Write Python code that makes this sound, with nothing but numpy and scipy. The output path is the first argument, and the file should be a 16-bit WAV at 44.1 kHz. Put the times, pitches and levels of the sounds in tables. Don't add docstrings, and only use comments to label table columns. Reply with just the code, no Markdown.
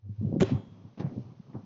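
import sys
import numpy as np
from scipy import signal
from scipy.fft import rfft, irfft
from scipy.io import wavfile
from scipy.ndimage import uniform_filter1d

SR = 44100
rng = np.random.default_rng(int(sys.argv[2]) if len(sys.argv) > 2 else 0)


def transcribe(u):
    v = np.clip(np.atleast_2d(u).T, -1, 1)
    q = np.round(v * 32767).astype(np.int16)
    wavfile.write(sys.argv[1], SR, q)


N = 72765
T = np.arange(N) / SR
HZ = np.fft.rfftfreq(N, 1 / SR)


def amp(db):
    return 10 ** (np.asarray(db) / 20)


def unit(x):
    return x / np.sqrt(np.mean(x ** 2) + 1e-20)


def read(points, hz):
    f, value = np.transpose(points)
    return np.interp(np.log(hz + 1), np.log(f + 1), value)


def above_db(hz):
    return -10 * np.log10(1 + (HZ / hz) ** 10)


def coloured(x, db):
    return unit(irfft(rfft(x) * amp(db), N))


def noise(points):
    return coloured(rng.standard_normal(N), read(points, HZ))


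def gritty(per_s, share):
    rub, size = rng.standard_normal((2, N))
    grains = unit(size * (rng.random(N) < per_s / SR))
    share = np.clip(share, 0, 1)
    return np.sqrt(1 - share) * rub + np.sqrt(share) * grains


def envelope(s, rise, hold, decay):
    after_hold = np.maximum(T - s - rise - hold, 0)
    return np.clip((T - s) / rise, 0, 1) * np.exp(-after_hold / decay)


def t60_decay(t, t60):
    return np.exp(-np.log(1000) * t / t60)


# frequency in Hz, relative level per hertz in dB.
HISS_SPECTRUM = [(100, 15.5), (1100, -3), (1600, -4.5), (3300, -6.5), (4500, -9), (6300, -10.5),
                 (7000, -34.5), (8000, -32.5)]
HISS_DB, HISS_START_DB, HISS_RISE_S = -66.5, -14.5, 0.2


def hiss():
    start = HISS_START_DB * np.maximum(1 - T / HISS_RISE_S, 0)
    return noise(HISS_SPECTRUM) * amp(HISS_DB + start)


# frequency in Hz, relative level per hertz in dB.
RUMBLE_SPECTRUM = [(25, -24), (60, -49), (100, 6), (220, -2), (350, -13), (600, -20.5), (1200, -24),
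                   (2000, -62)]
# time in seconds, level in dB.
RUMBLE_COURSE = [(0, -69), (.2, -55), (.7, -53), (.88, -54.5), (.96, -63), (1.05, -49.5), (1.35, -50.5),
                 (1.48, -56), (1.65, -50.5)]
RUMBLE_SWELL_DB = 3.5


def rumble():
    smooth = uniform_filter1d(rng.standard_normal(N), size=2000)
    swell = unit(uniform_filter1d(smooth, size=2000))
    level_db = np.interp(T, *np.transpose(RUMBLE_COURSE)) + RUMBLE_SWELL_DB * swell
    return noise(RUMBLE_SPECTRUM) * amp(level_db)


# frequency in Hz, 60 dB decay time in seconds.
WALL_DECAY = [(100, 0.28), (400, 0.72), (1500, 0.91), (6500, 0.68)]


def walls(x):
    hz, t, z = signal.stft(rng.standard_normal(N), SR, nperseg=256)
    fading = z * t60_decay(t, read(WALL_DECAY, hz)[:, None])
    tail = signal.istft(fading, SR)[1]
    return signal.fftconvolve(x, tail / np.linalg.norm(tail))[:N]


# frequency in Hz, relative level per hertz in dB.
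WASH_SPECTRUM = [(40, -4), (120, 11.5), (400, -5.5), (800, -9), (1100, -13), (1500, -18), (2500, -17.5),
                 (4000, -24), (5500, -28), (6900, -37.5), (7400, -61)]
WASH_S, WASH_RISE_S, WASH_HOLD_S, WASH_DECAY_S = 0.44, 0.006, 0.056, 0.037
WASH_DB = -36.5


def wash():
    shape = envelope(WASH_S, WASH_RISE_S, WASH_HOLD_S, WASH_DECAY_S)
    return amp(WASH_DB) * shape * noise(WASH_SPECTRUM)


# start in seconds, rise in seconds, hold in seconds, decay time
# in seconds, level in dB, spectral tilt above the pivot in dB per octave, roll-off frequency in Hz.
SCUFF_EVENTS = [(0.036, 0.051, 0.017, 0.04, -56, -5, 450), (0.211, .025, 0.072, .01, -40.5, -15.5, 750),
                (0.324, 0.002, 0.028, 0.0055, -41, 3.5, 750), (0.526, 0.0058, .045, .03, -40.5, 2.5, 1300),
                (0.975, 0.00059, 0.018, 0.023, -45, 0.5, 5940),
                (0.991, .009, 0.0091, 0.011, -35, 0.5, 6500), (1.008, .01, .05, 0.042, -42, 1, 2300),
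                (1.106, 0.0025, 0.031, 0.03, -46, -12.5, 900), (1.148, .02, 0.0093, 0.033, -40, -9.5, 950),
                (1.02, .01, 0.2, 0.05, -68.5, 6, 6000), (1.531, 0.0014, 0.011, 0.0064, -54, 3, 2800),
                (1.543, .005, 0.0081, 0.038, -41.5, 3.5, 1350)]
# frequency in Hz, relative level per hertz in dB.
SCUFF_SPECTRUM = [(30, 4.5), (70, -17.5), (120, -2), (200, 15.5), (400, 3), (600, -1), (1000, -7.5),
                  (1500, -17.5), (2400, -19.5), (4000, -24.5), (6500, -29), (7500, -74)]
SCUFF_PIVOT_HZ, SCUFF_GRAINS_PER_S, SCUFF_GRAIN_SHARE = 500, 700, 0.37


def scuffs():
    out = np.zeros(N)
    octaves = np.log2(np.maximum(HZ / SCUFF_PIVOT_HZ, 1))
    for s, rise, hold, decay, db, tilt_db, top_hz in SCUFF_EVENTS:
        colour_db = read(SCUFF_SPECTRUM, HZ) + tilt_db * octaves + above_db(top_hz)
        rub = coloured(gritty(SCUFF_GRAINS_PER_S, SCUFF_GRAIN_SHARE), colour_db)
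        out += amp(db) * rub * envelope(s, rise, hold, decay)
    return out


# start in seconds, level in dB, decay time in seconds.
CRACK_EVENTS = [(0.4011, -30, 0.012), (0.4067, -21.5, 0.0063), (0.412, -31.5, 0.0079), (.419, -27.5, .003),
                (0.4226, -29.5, 0.0076), (0.4296, -21.5, 0.0028)]
# frequency in Hz, relative level per hertz in dB.
CRACK_SPECTRUM = [(30, 5), (100, -0.5), (400, -1), (750, -8.5), (1000, -15.5), (1500, -12.5), (2400, -17),
                  (3500, -16.5), (5000, -28), (6800, -20.5), (7600, -31)]
CRACK_RISE_S, CRACK_GRAINS_PER_S, CRACK_GRAIN_SHARE = 0.00046, 3600, 0.28


def cracks():
    power = np.zeros(N)
    for s, db, decay in CRACK_EVENTS:
        t = np.maximum(T - s, 0)
        burst = amp(db) * np.minimum(t / CRACK_RISE_S, 1) * np.exp(-t / decay)
        power += burst ** 2
    grit = gritty(CRACK_GRAINS_PER_S, CRACK_GRAIN_SHARE)
    return np.sqrt(power) * coloured(grit, read(CRACK_SPECTRUM, HZ))


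# frequency in Hz, starting level in dB, 60 dB decay time in seconds.
RING_MODES = [(803, -40, 0.067), (1083, -48, 0.36), (1426, -42, 0.13), (1515, -45, 0.12),
              (1908, -45.5, 0.17), (2390, -43, 0.11), (2803, -49, .2), (3070, -57, 0.061), (3260, -62, 1.2),
              (3325, -61.5, 1.1), (3340, -57.5, .2), (3540, -62.5, 0.31), (3585, -66, 1.1),
              (3970, -55, 0.45)]


def thin_ring():
    hardest = max(CRACK_EVENTS, key=lambda row: row[1])
    t = np.maximum(T - hardest[0], 0)
    out = np.zeros(N)
    for hz, db, t60 in RING_MODES:
        out += amp(db) * t60_decay(t, t60) * np.sin(2 * np.pi * hz * t)
    return out


# frequency in Hz, gain at resonance in dB,
# 60 dB decay time in seconds.
BODY_MODES = [(101.2, -1.5, 0.12), (242, -14, 0.043), (383.8, -5, .1), (544, 3, 0.22), (600, -8.5, 0.068),
              (731, -7.5, 0.13), (744, 0, 0.23)]


def hollow_body(blows):
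    response = np.zeros(N)
    for hz, db, t60 in BODY_MODES:
        fade = t60_decay(T, t60)
        response += amp(db) * 2 * fade / fade.sum() * np.cos(2 * np.pi * hz * T)
    return signal.fftconvolve(blows, response)[:N]


# time of the peak in seconds,
# peak level in dB, pitch in Hz, swell time up to the peak in seconds.
THUD_EVENTS = [(0.06, -40.5, 99, 0.039), (0.095, -39, 194.4, 0.0087), (0.102, -33.5, 107, 0.014),
               (.197, -28, 99.3, 0.016), (0.215, -25.5, 180, 0.0027), (.233, -26.5, 210, 0.0091),
               (0.252, -19, 150, 0.0041), (.2635, -42, 530, 0.0014), (0.272, -22.5, 114.6, 0.0068),
               (.297, -29, 233, 0.0033), (0.31, -29, 155, 0.0075), (.319, -38.5, 482, 0.003),
               (0.328, -20, 230, 0.0013), (0.341, -19.5, 183, 0.0033), (0.351, -32, 450, .002),
               (0.3617, -20, 300, 0.0013), (0.3677, -18, 261, 0.0023), (0.381, -27.5, 170, 0.012),
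               (.392, -24.5, 181, 0.0036), (0.4087, -22, 280, 0.0029), (.4137, -14, 158, .004),
               (0.4197, -13.5, 380, 0.00065), (.4248, -9.5, 300, 0.0018), (.4328, -17.5, 365, 0.0039),
               (.442, -25.5, 100, 0.0064), (.496, -31, 580, 0.0017), (0.511, -26, 210, 0.0064),
               (.523, -17.5, 224, 0.0048), (.531, -22.5, 133.5, 0.011), (0.5382, -28, 250, 0.0057),
               (.552, -18, 105, 0.0056), (.600, -33, 190, 0.0023), (0.684, -38.5, 99, 0.0041),
               (0.723, -39.5, 120.4, 0.005), (0.801, -47, 184, .005), (0.853, -42, 111, 0.0065),
               (0.873, -54.5, 310, 0.0065), (1.0055, -31, 110.5, 0.0043), (1.006, -33.5, 355, 0.0011),
               (1.0177, -35.5, 373, 0.005), (1.0495, -22.5, 151.7, 0.0095), (1.0717, -27.5, 140, 0.0086),
               (1.1699, -30, 141.3, 0.0048), (1.180, -26, 146, 0.0024), (1.195, -30, 197.4, 0.0027),
               (1.203, -35, 124.5, 0.013), (1.257, -41.5, 109, 0.0052), (1.322, -41, 148, 0.0041),
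               (1.402, -36.5, 170, 0.0042), (1.554, -26, 197, 0.0017), (1.5596, -39, 127, 0.0042),
               (1.569, -32.5, 117, 0.0082), (1.637, -43, 205, 0.0065)]
THUD_TOP_HZ = 770


def thuds():
    blows = np.zeros(N)
    for s, db, hz, swell in THUD_EVENTS:
        u = np.maximum((T - s) / swell + 1, 0)
        shape = (u * np.exp(1 - u)) ** 2
        blows += amp(db) * shape * np.cos(2 * np.pi * hz * (T - s))
    return irfft(rfft(blows + hollow_body(blows)) * amp(above_db(THUD_TOP_HZ)), N)


THUD_WET_DB, CRACK_WET_DB = -21.5, -18


def scene():
    low = thuds()
    sharp = cracks() + thin_ring()
    tail = walls(amp(THUD_WET_DB) * low + amp(CRACK_WET_DB) * sharp)
    background = rumble() + hiss()
    return (low + sharp + wash() + scuffs() + tail + background)[None]


LOW_CUT_HZ, LOW_LEAK_DB, EDGE_HZ = 91.1, -13.5, 7600


def record(dry):
    passed = 1 / (1 + (LOW_CUT_HZ / (HZ + 1)) ** 12)
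    thin = irfft(rfft(dry) * (passed + amp(LOW_LEAK_DB) * (1 - passed)), N)
    low_pass = signal.firwin(401, EDGE_HZ, window=("kaiser", 9), fs=SR)
    return signal.oaconvolve(thin, low_pass[None], "same")


dry = scene()
out = record(dry)
transcribe(out)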